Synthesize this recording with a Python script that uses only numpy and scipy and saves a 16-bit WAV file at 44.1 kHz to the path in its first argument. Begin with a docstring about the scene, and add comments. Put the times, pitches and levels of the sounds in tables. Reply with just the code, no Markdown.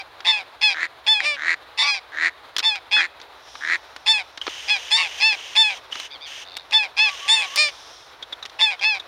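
"""Greylag geese honk close by on a lake shore while ripples wash the bank.
A goose's voice box (the syrinx) sings through its throat: each honk starts with a rasp, clears into
a ringing tone and frays again. In between, slower slaps of the voice box make low rattling grunts.
Sharp clicks sound nearby, far birds and a gull call, and the lens motor of a hand-held camera
whirrs, hisses and ticks as it focuses and zooms."""
import sys
import numpy as np
from scipy import signal
from scipy.fft import rfft, irfft
from scipy.io import wavfile
from scipy.ndimage import uniform_filter1d, minimum_filter1d, map_coordinates

SR = 44100
rng = np.random.default_rng(int(sys.argv[2]) if len(sys.argv) > 2 else 0)


def inscribe(sig):
    """Save sig as 16-bit PCM at rate SR to the path in sys.argv[1].

    A 1-D sig is mono; a 2-D sig holds one channel per row.
    Samples are clipped to [-1, 1] before scaling.
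    """
    pcm = np.round(np.clip(np.atleast_2d(sig).T, -1, 1) * 32767)
    wavfile.write(sys.argv[1], SR, pcm.astype(np.int16))


N = 399987
TIME = np.arange(N) / SR

# One row a honk. Clear, crest, crack and fray count from its start; a crack of 0 means none.
# (start [s], tone clears [s], pitch crests [s], voice cracks [s], tone frays [s], length [s],
#  crest pitch [Hz], sag [share of crest pitch per s], level [dB], fade by the end [dB],
#  overtones at 4-6.5 kHz [dB relative to level], sheen above them [dB relative to level],
#  flutter [Hz], roughness left in the clear tone [0-1], upper throat resonance [dB])
HONKS = [(-0.1, 0.02, 0.038, 0.0, 0.11, 0.13, 860.0, 1.8, -22.0, 18.0, -7.0, -26.0, 190.0, 0.38, -3.0),
         (0.245, 0.037, 0.051, 0.076, 0.13, 0.19, 888.0, 1.97, -12.2, 26.0, -13.0, -27.0, 180.0, 0.27, -8.0),
         (0.611, 0.022, 0.039, 0.0, 0.089, 0.14, 859.0, 1.73, -12.9, 20.0, -8.0, -27.0, 170.0, 0.069, -1.0),
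         (1.063, 0.019, 0.054, 0.082, 0.134, 0.19, 881.0, 1.93, -11.7, 25.0, -13.0, -26.0, 190.0, 0.021, -2.0),
         (1.224, 0.036, 0.054, 0.0, 0.122, 0.146, 601.0, 1.1, -18.0, 17.0, -10.5, -21.0, 290.0, 0.1, -10.0),
         (1.773, 0.018, 0.035, 0.075, 0.047, 0.11, 890.0, 1.3, -16.5, 8.0, -8.0, -20.0, 250.0, 0.35, -4.0),
         (1.85, 0.032, 0.046, 0.0, 0.092, 0.15, 840.0, 1.5, -18.9, 18.0, -4.0, -24.0, 190.0, 0.08, -4.0),
         (2.625, 0.029, 0.05, 0.081, 0.124, 0.17, 888.0, 2.18, -14.3, 22.0, -11.0, -26.0, 170.0, 0.036, -7.0),
         (2.91, 0.022, 0.053, 0.0, 0.098, 0.12, 861.0, 2.24, -13.9, 10.0, -12.0, -29.0, 180.0, 0.11, 0.0),
         (4.058, 0.028, 0.055, 0.071, 0.122, 0.17, 889.0, 2.47, -11.5, 18.0, -10.0, -20.0, 180.0, 0.09, -7.0),
         (4.677, 0.026, 0.046, 0.0, 0.08, 0.11, 846.0, 3.08, -14.4, 19.0, -10.0, -27.0, 190.0, 0.05, -2.0),
         (4.905, 0.015, 0.072, 0.069, 0.064, 0.18, 914.0, 2.45, -13.5, 14.0, -8.0, -17.0, 170.0, 0.18, -5.0),
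         (5.198, 0.03, 0.073, 0.0, 0.129, 0.16, 889.0, 2, -12.6, 16.0, -7.0, -26.0, 180.0, 0.033, -6.0),
         (5.55, 0.025, 0.057, 0.085, 0.145, 0.2, 891.0, 1.78, -10.0, 21.0, -13.0, -22.0, 200.0, 0.024, -6.0),
         (6.719, 0.025, 0.053, 0.068, 0.11, 0.16, 882.0, 2.7, -11.3, 22.0, -14.0, -29.0, 195.0, 0.03, -11.0),
         (6.965, 0.028, 0.069, 0.0, 0.12, 0.14, 876.0, 2.33, -13.4, 10.0, -10.0, -31.0, 190.0, 0.028, -5.0),
         (7.276, 0.016, 0.062, 0.082, 0.141, 0.19, 904.0, 2.1, -12.7, 14.0, -13.0, -13.0, 180.0, 0.2, -4.0),
         (7.558, 0.026, 0.057, 0.0, 0.129, 0.15, 609.0, 1.1, -13.4, 21.0, -4.0, -15.0, 200.0, 0.06, -7.0),
         (8.588, 0.033, 0.049, 0.07, 0.117, 0.17, 886.0, 2.44, -11.6, 21.0, -15.0, -26.0, 185.0, 0.075, -10.0),
         (8.808, 0.04, 0.073, 0.0, 0.137, 0.18, 874.0, 1.84, -15.2, 19.0, -10.0, -34.0, 190.0, 0.03, -9.0)]
# The tone colours of a honk, each (frequency [Hz], level [dB]):
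OPEN_THROAT = [(600, -20.5), (850, -16.5), (1200, -17.5), (1750, -15.5), (2400, -1), (2650, 0),
               (3000, -16.5), (3400, 0.5), (3700, -5.5)]  # with the bill open
LOCKED_THROAT = [(850, -17), (1750, -18.5), (2600, -22), (3100, -11.5), (3500, 0.5), (3700, -3)]  # while the voice locks on the upper resonance
OVERTONE_COLOUR = [(3950, -12), (4200, -1.5), (4400, 0.5), (5300, -2), (6100, -23), (7050, -12),
                   (7800, -17.5), (8700, -14), (9800, -32), (11500, -45), (16000, -53)]  # the high harmonics
RASP_COLOUR = [(300, -32.5), (700, -12), (1100, -2.5), (1400, -26.5), (2100, 6.5), (2550, -4.5),
               (3000, -20.5), (3500, 1), (4000, -15), (4800, -0.5), (6200, -19.5), (8800, -22.5),
               (10800, -39.5), (15000, -47.5)]  # the breathy noise
# Lapping water and the low rumble under it, each (frequency [Hz], level [dB])
RIPPLE_COLOUR = [(140, -51.5), (230, -18), (280, -12.5), (520, -5.5), (621, -4.5), (886, -2), (986, -3),
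                 (1560, -6), (2810, -13.5), (3940, -10), (4870, -20.5), (5710, -27.5), (6820, -30.5),
                 (16000, -37)]
RUMBLE_COLOUR = [(20, -26), (38, -16), (60, 1), (80, -7.5), (125, -7), (160, -13), (200, -22.5), (400, -48)]
# Nearby clicks and knocks: (time [s], level [dB], extra thud under 800 Hz [dB],
#  extra body under 2.5 kHz [dB], extra treble over 6 kHz [dB])
CLICKS = [(0.205, -31, 0, -5, -15), (2.565, -14.5, -4, -10, -2), (2.583, -17, -4, -11, -1),
          (2.592, -15.5, -4, -15, -3), (2.601, -21.5, -4, -5, -4), (2.757, -26, -4, -5, -1),
          (3.2, -37.5, 0, -1, -14), (3.215, -33, 0, -12, -10), (3.554, -28.5, -4, 6, -6),
          (3.963, -27, 3, 4, 2), (4.375, -29, 0, -5, -8), (4.467, -22, 5, 1, -9), (4.478, -20, 7.5, 5, -13),
          (5.955, -24, 6, 0, -10), (5.999, -25, 0, -8, -2), (6.568, -22, -2, 2.5, 9),
          (6.71, -30, 0, -5, -2), (7.559, -18, 0, -2, 17), (8.453, -29, 0, -8, -9),
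          (8.46, -29.5, 0, -10, -3), (8.497, -36, 0, -8, -3)]
CLICK_COLOUR = [(150, -27.5), (280, -2.5), (600, -4), (1300, 5.5), (2500, 2), (3500, 3.5), (5500, -3),
                (9000, -18), (15000, -31)]  # a hard contact: (frequency [Hz], level [dB])
# Notes from the voice box's other side: (start [s], end [s], pitch [Hz], level [dB], flutter [Hz])
SECOND_VOICE = [(.25, .33, 1016, -29.5, 195), (1.78, 1.83, 1022, -27, 200), (1.81, 1.925, 1156, -23.5, 273),
                (4.962, 5.04, 1102, -24.5, 174), (7.31, 7.395, 1040, -36, 202)]
SECOND_THROAT = [(1100, -9.5), (2200, 0), (3300, -18.5), (4500, -8), (5600, -17)]  # their tone colour: (frequency [Hz], level [dB])
# Rattling grunts: (start [s], length [s], level [dB], depth of the swell [dB])
GRUNTS = [(.742, .128, -21, 11.5), (1.364, .19, -18, 17), (2.118, .18, -16.5, 22), (2.963, .108, -20, 1.5),
          (3.606, .165, -17, 18)]
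GRUNT_THROAT = [(200, -44), (340, -25.5), (480, -33), (1000, -23), (1500, -12), (1900, 0), (2350, -8),
                (3000, -27), (4250, -17), (5000, -31), (6200, -34.5), (7100, -30.5), (9000, -43),
                (12000, -60), (16000, -68)]  # the throat once open: (frequency [Hz], level [dB])
# Thin calls of far birds: (start [s], end [s], top pitch [Hz], level [dB])
FAR_CALLS = [(2.043, 2.105, 3780, -65), (2.296, 2.417, 3800, -62), (7.027, 7.172, 1154, -41),
             (7.2, 7.33, 1160, -40.5), (7.379, 7.507, 1125, -42.5), (7.498, 7.6, 1134, -43)]
# How loud the focus motor is over time: (time [s], level [dB])
FOCUS_LEVELS = [(3.25, -78), (3.5, -47.5), (3.74, -44), (3.8, -57.5), (7.6, -62.5), (7.7, -45.5),
                (7.95, -46.5), (8.1, -53), (8.16, -61)]
FOCUS_COLOUR = [(1000, -16), (2400, -10.5), (3500, 5.5), (4400, -4.5), (5500, 4.5), (7000, -12.5),
                (9500, -16.5), (15000, -34.5)]  # its whirr: (frequency [Hz], level [dB])
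# Short jerks of the lens motor: (time [s], level [dB], ringing pitch [Hz])
JERKS = [(4.4134, -24, 3080), (5.9229, -24, 3044), (8.2246, -27, 3470), (8.3245, -24, 3520),
         (8.4252, -25, 3750), (8.7922, -30.5, 3340), (8.9967, -28.5, 3600)]
# Runs of the zoom motor: (start [s], end [s], level [dB])
ZOOMS = [(4.42, 4.5, -42), (4.49, 5.2, -36), (5.18, 5.785, -38), (5.915, 6.072, -36), (6.265, 6.44, -37),
         (6.98, 7.7, -35.5)]
ZOOM_COLOUR = [(280, -34), (500, -14), (1400, -16.5), (1700, -6.5), (2400, -5.5), (3020, 2.5), (3550, -4.5),
               (4300, -13.5), (6300, -8.5), (7500, -22), (8600, -20), (9800, -32.5), (13800, -34),
               (14900, -34), (16000, -47)]  # its hiss: (frequency [Hz], level [dB])
# Cries of a far gull: (start [s], end [s], pitch [Hz], level [dB], flutter [Hz])
GULL_CRIES = [(6.095, 6.18, 1175, -40, 140), (6.197, 6.29, 1185, -39.5, 135)]
GULL_THROAT = [(1150, -24), (2350, -8), (3500, 0), (4600, -3), (5800, -24)]  # their tone colour: (frequency [Hz], level [dB])
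# The lens motor creeping step by step: (start [s], end [s], rate [steps per s], level [dB])
CREEPS = [(6.43, 6.65, 90, -42)]
LENS_RING = [(1500, -22), (2800, -6), (3150, -20), (3600, 9.5), (4000, -3), (4400, -3), (5100, -16),
             (6000, -31), (15000, -49)]  # how the lens rings at each step: (frequency [Hz], level [dB])


def gain_of(db):
    """Turns decibels into a number to multiply by."""
    return 10 ** (np.asarray(db) / 20)


def evened(x):
    """Scales a sound to an average strength (rms) of 1."""
    return x / np.sqrt(np.mean(x ** 2) + 1e-20)


def level_at(points, hz):
    """Looks up a tone colour's level in dB at any frequency."""
    f, db = np.transpose(points)
    return np.interp(np.log(hz + 1), np.log(f + 1), db)


def add(mix, start, sound):
    """Mixes a sound in at a start time in seconds."""
    at = round(start * SR)
    part = mix[max(at, 0):][:len(sound) + min(at, 0)]
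    part += sound[max(-at, 0):][:len(part)]


def ramp(x, width):
    """A soft step from 0 to 1 where x passes zero."""
    return .5 + .5 * np.tanh(x / width)


def wander(t, hz):
    """A smooth random wobble, about 1 in size, with hz new values a second."""
    steps = (t - t[0]) * hz + 2
    return map_coordinates(rng.standard_normal(int(steps[-1]) + 5), [steps], order=3)


def colour(x, points, size=4096):
    """Gives x a tone colour, like a body that rings after it is struck."""
    cepstrum = irfft(np.log(gain_of(level_at(points, np.fft.rfftfreq(size, 1 / SR)))))
    # move all the ringing to after the strike
    cepstrum[1:size // 2] *= 2
    cepstrum[size // 2 + 1:] = 0
    return signal.oaconvolve(x, irfft(np.exp(rfft(cepstrum))))[:len(x)]


def noise(points, count=N):
    """Noise of strength 1 with the given tone colour."""
    return evened(colour(rng.standard_normal(count), points))


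def phase_of(hz):
    """The running angle of a wave whose pitch changes."""
    return 2 * np.pi * np.cumsum(hz) / SR


def beats(rate):
    """Sample numbers at which a rate in Hz completes a cycle."""
    return np.flatnonzero(np.diff(np.floor(np.cumsum(rate) / SR)))


def puffs(hits, decay_s):
    """Follows each hit with a dying puff of noise."""
    return signal.lfilter([1], [1, -np.exp(-1 / (decay_s * SR))], hits) * rng.standard_normal(len(hits))


def breath(t, clear, crest, crack, length, crest_hz, sag_per_s, peak_db, fade_db, climb_per_s=1.9):
    """One breath drives a honk: gives its pitch, level, and dB shifts of overtones and sheen."""
    has_crack = float(crack > 0)
    # the pitch climbs to a rounded crest and sags; soon after a crack it rests on a shelf
    from_crest = np.hypot(t - crest, .023) - .023
    shelf = has_crack * .041 * ramp(t - crack - .0278, .013)
    hz = crest_hz * (1 - np.where(t < crest, climb_per_s, sag_per_s) * from_crest + shelf)
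    # the breath swells until just after the tone clears, runs out ever faster, and stops
    opening = np.maximum(1 - t / (clear + .0092), 0) ** 1.49
    spent = (t / length) ** 2.7
    stopping = np.exp((t - length) / .0067)
    # a crack dents the level, flashes the overtones and leaves the voice weaker, then duller
    cracking = has_crack * np.exp(-((t - crack) / .009) ** 2)
    cracked = has_crack * ramp(t - crack, .006)
    dulled = has_crack * ramp(t - crack - .042, .012)
    level_db = peak_db - 17 * opening - fade_db * spent - 12.5 * stopping - 3.8 * cracking - 4 * cracked
    bright_db = 3.5 * opening + 6.5 * cracking - 5 * spent - 5 * dulled
    return hz, level_db, bright_db, -11 * spent


def honk(row, harmonics=19, rasp_db=-11, air_db=-30, chop=.6, bend=.18):
    """The voice box sings through the throat; a slower flutter chops the tone at both ends."""
    (start, clear, crest, crack, fray, length, crest_hz, sag_per_s, peak_db, fade_db,
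     overtones_db, sheen_db, flutter_hz, left_rough, upper_db) = row
    t = np.arange(0, length, 1 / SR)
    hz, level_db, bright_db, shine_db = breath(
        t, clear, crest, crack, length, crest_hz, sag_per_s, peak_db, fade_db)
    rough = np.clip(left_rough + ramp(clear - t, .006) + ramp(t - fray, .003), 0, 1)
    hz = hz * (1 + (.0015 + .018 * rough) * wander(t, 600))
    # each flutter cycle opens a burst and bends the pitch
    flutter = phase_of(flutter_hz * (1 + .1 * wander(t, 150)))
    burst = 1 + chop * rough * (np.cos(flutter) + .25 * wander(t, 250))
    burst /= np.sqrt(1 + rough ** 2 / 2)
    phase = phase_of(hz) + bend * rough * np.sin(flutter)
    k = np.arange(1, harmonics + 1)[:, None]
    harmonic_hz = k * hz
    # a voice that cracks locks on the upper resonance first, then drops to the lower one
    locked = ramp(crack - t, .012) * ramp(t - .016, .006)
    upper = np.exp(-((harmonic_hz - 3500) / 400) ** 2)
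    open_db = level_at(OPEN_THROAT, harmonic_hz) + upper_db * upper
    throat = gain_of(locked * level_at(LOCKED_THROAT, harmonic_hz) + (1 - locked) * open_db)
    # three bands share the power: throat, overtones and sheen
    high, top = ramp(harmonic_hz - 3920, 60), ramp(harmonic_hz - 6500, 150)
    overtones = gain_of(level_at(OVERTONE_COLOUR, harmonic_hz))
    bright = gain_of(np.minimum(overtones_db + bright_db, -2))
    bands = [(np.sqrt(1 - bright ** 2), throat * (1 - high)),
             (bright, overtones * high * (1 - top)),
             (gain_of(sheen_db + shine_db), overtones * top)]
    strengths = sum(share * band / np.linalg.norm(band, axis=0) for share, band in bands)
    # the lowest harmonic holds on as the effort fades
    strengths[0] *= gain_of(.62 * np.clip(-19 - level_db, 0, 26))
    tone = (strengths * np.cos(k * phase + 2 * np.pi * rng.random((harmonics, 1)))).sum(0)
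    rasp = noise(RASP_COLOUR, len(t)) * (gain_of(air_db) + gain_of(rasp_db) * rough)
    loudness = np.sqrt(2) * gain_of(level_db) * signal.windows.tukey(len(t), .03)
    return start, loudness * burst * (tone + rasp)


def bank_echo(x, echo_db=-31, die_away_s=.62):
    """Adds the faint scatter that comes back from the bank and the trees."""
    t = np.arange(SR) / SR
    tail = rng.standard_normal(SR) * gain_of(-60 * t / die_away_s) * (t > .008)
    return x + gain_of(echo_db) * signal.oaconvolve(x, tail / np.linalg.norm(tail))[:N]


def ripples(wash_db=-46.5, lap_db=1.5, rumble_db=-65.5):
    """Ripples lap the bank over a faint low rumble."""
    wash = noise(RIPPLE_COLOUR) * gain_of(wash_db + lap_db * wander(TIME, 40))
    return wash + gain_of(rumble_db) * noise(RUMBLE_COLOUR)


def clicks(decay_s=.004):
    """Hard little contacts that die within milliseconds."""
    out, t = np.zeros(N), np.arange(2048) / SR
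    hz, db = np.transpose(CLICK_COLOUR)
    for start, peak_db, thud_db, body_db, treble_db in CLICKS:
        tilt_db = (thud_db * ramp(800 - hz, 150) + body_db * ramp(2500 - hz, 400)
                   + treble_db * ramp(hz - 6000, 900))
        strike = rng.standard_normal(len(t)) * np.exp(-t / decay_s)
        tap = colour(strike, np.column_stack([hz, db + tilt_db]))
        loudest = np.sqrt(uniform_filter1d(tap ** 2, size=88).max())
        add(out, start, gain_of(peak_db) * tap / loudest)
    return out


def cries(rows, throat, chop, fall, arch, jitter, harmonics=5):
    """Short fluttering notes that arch in pitch, coloured by a throat."""
    out, k = np.zeros(N), np.arange(1, harmonics + 1)[:, None]
    for start, end, hz, db, flutter_hz in rows:
        t = np.arange(start, end, 1 / SR)
        from_middle = np.linspace(-1, 1, len(t))
        pitch = hz * (1 - arch * from_middle ** 2 - fall * from_middle + jitter * wander(t, 600))
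        tone = (gain_of(level_at(throat, k * hz)) * np.cos(k * phase_of(pitch))).sum(0)
        burst = 1 + chop * np.cos(phase_of(flutter_hz * (1 + .11 * wander(t, 100))))
        add(out, start, gain_of(db) * evened(tone * burst * signal.windows.tukey(len(t), .6)))
    return out


def second_voice():
    """The other side of a goose's voice box sounds at its own pitch."""
    return cries(SECOND_VOICE, SECOND_THROAT, chop=.59, fall=-.013, arch=.0382, jitter=.017)


def grunt(start, length, peak_db, swell_db, slap_hz=172, weak_db=-6, rebound_db=-11, air_db=-14):
    """Slaps of the voice box, strong and weak in turn, each with a small rebound, ring the throat."""
    t = np.arange(0, length, 1 / SR)
    shut = np.maximum(1 - t / (.71 * length), 0)  # falls to 0 as the bill opens
    db = peak_db - swell_db * shut - 21.5 * np.exp((t - length) / .0095)  # swells, then is cut short
    at = beats(2 * slap_hz * (1 + .07 * wander(t, 200)))
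    pattern_db = np.resize([0, rebound_db, weak_db, rebound_db], len(at))
    slaps = np.zeros(len(t))
    slaps[at] = gain_of(pattern_db + 2 * rng.standard_normal(len(at)))
    drive = evened(slaps) + .5 * evened(puffs(slaps, decay_s=.002))
    drive += gain_of(air_db) * rng.standard_normal(len(t))
    # the whole rattle starts 16% low and glides up as the bill opens
    rattle = map_coordinates(colour(drive, GRUNT_THROAT), [np.cumsum(1 - .16 * shut)], order=3)
    return start, gain_of(db) * evened(rattle) * signal.windows.tukey(len(t), .04)


def lone_slap(start=1.2045, db=-3.5):
    """One slap of the voice box rings the throat between two honks."""
    slap = colour(signal.unit_impulse(1024), GRUNT_THROAT)
    return start, gain_of(db) * slap / abs(slap).max()


def far_birds(bend=.072, waver=.02):
    """Thin arched notes from across the water."""
    out = np.zeros(N)
    for start, end, hz, db in FAR_CALLS:
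        t = np.arange(start, end, 1 / SR)
        arch = np.sin(np.linspace(0, np.pi, len(t)))
        pitch = hz * (1 + bend * (arch - 1) + waver * wander(t, 206))
        add(out, start, gain_of(db) * evened(arch * np.sin(phase_of(pitch))))
    return out


def focus_whirr():
    """The focus motor whirrs softly, swelling and fading."""
    return gain_of(np.interp(TIME, *np.transpose(FOCUS_LEVELS))) * noise(FOCUS_COLOUR)


def lens_jerks(decay_s=.0077, scrape_db=-9):
    """The lens drive rings and scrapes briefly when it jerks."""
    out, t = np.zeros(N), np.arange(2048) / SR
    for start, db, hz in JERKS:
        phase = 2 * np.pi * hz * t
        ring = evened(wander(t, 540) * np.cos(phase) + wander(t, 550) * np.sin(phase))
        scrape = gain_of(scrape_db) * noise(CLICK_COLOUR, len(t))
        stroke = ramp(t - .001, .00067) * np.exp(-(t / decay_s) ** 2 / 2)
        add(out, start, gain_of(db) * stroke * (ring + scrape))
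    return out


def zoom_hiss(flicker_db=.9):
    """The zoom motor hisses while it runs at speed."""
    runs = sum(gain_of(db) * ramp(TIME - start, .0047) * ramp(end - TIME, .01)
               for start, end, db in ZOOMS)
    return runs * noise(ZOOM_COLOUR) * gain_of(flicker_db * wander(TIME, 300))


def gull():
    """A far gull cries; a deep flutter makes it hoarse."""
    return cries(GULL_CRIES, GULL_THROAT, chop=.8, fall=.05, arch=.14, jitter=.032)


def lens_creep():
    """The motor creeps in small steps that make the lens buzz."""
    out = np.zeros(N)
    for start, end, rate, db in CREEPS:
        steps = np.zeros(round((end - start) * SR))
        steps[beats(np.full(len(steps), rate))] = 1
        buzz = evened(colour(puffs(steps, decay_s=.0018), LENS_RING))
        add(out, start, gain_of(db) * buzz * signal.windows.tukey(len(steps), .5))
    return out


def limit(x, ceiling=.47, size=90):
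    """A fast limiter holds the loudest peaks down."""
    allowed = ceiling / np.maximum(abs(x), ceiling)
    return x * uniform_filter1d(minimum_filter1d(allowed, size), size)


def scene():
    """Mixes geese, lake and camera into one channel; only the geese echo."""
    geese = np.zeros(N)
    for row in HONKS:
        add(geese, *honk(row))
    for row in GRUNTS:
        add(geese, *grunt(*row))
    add(geese, *lone_slap())
    geese = bank_echo(geese + second_voice())
    nearby = clicks() + zoom_hiss() + focus_whirr() + lens_creep() + lens_jerks()
    return (geese + nearby + gull() + far_birds() + ripples())[None]


def record(dry, notches_hz=((7860, 500), (185, 40)), top_hz=15950):
    """The camera cuts out two narrow bands, limits the peaks and drops the highest treble."""
    heard = dry
    for centre, width in notches_hz:
        heard = signal.lfilter(*signal.iirnotch(centre, centre / width, SR), heard)
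    treble_cut = signal.firwin(511, top_hz, window=("kaiser", 9), fs=SR)
    return signal.oaconvolve(limit(heard), treble_cut[None], "same")


dry = scene()
out = record(dry)
inscribe(out)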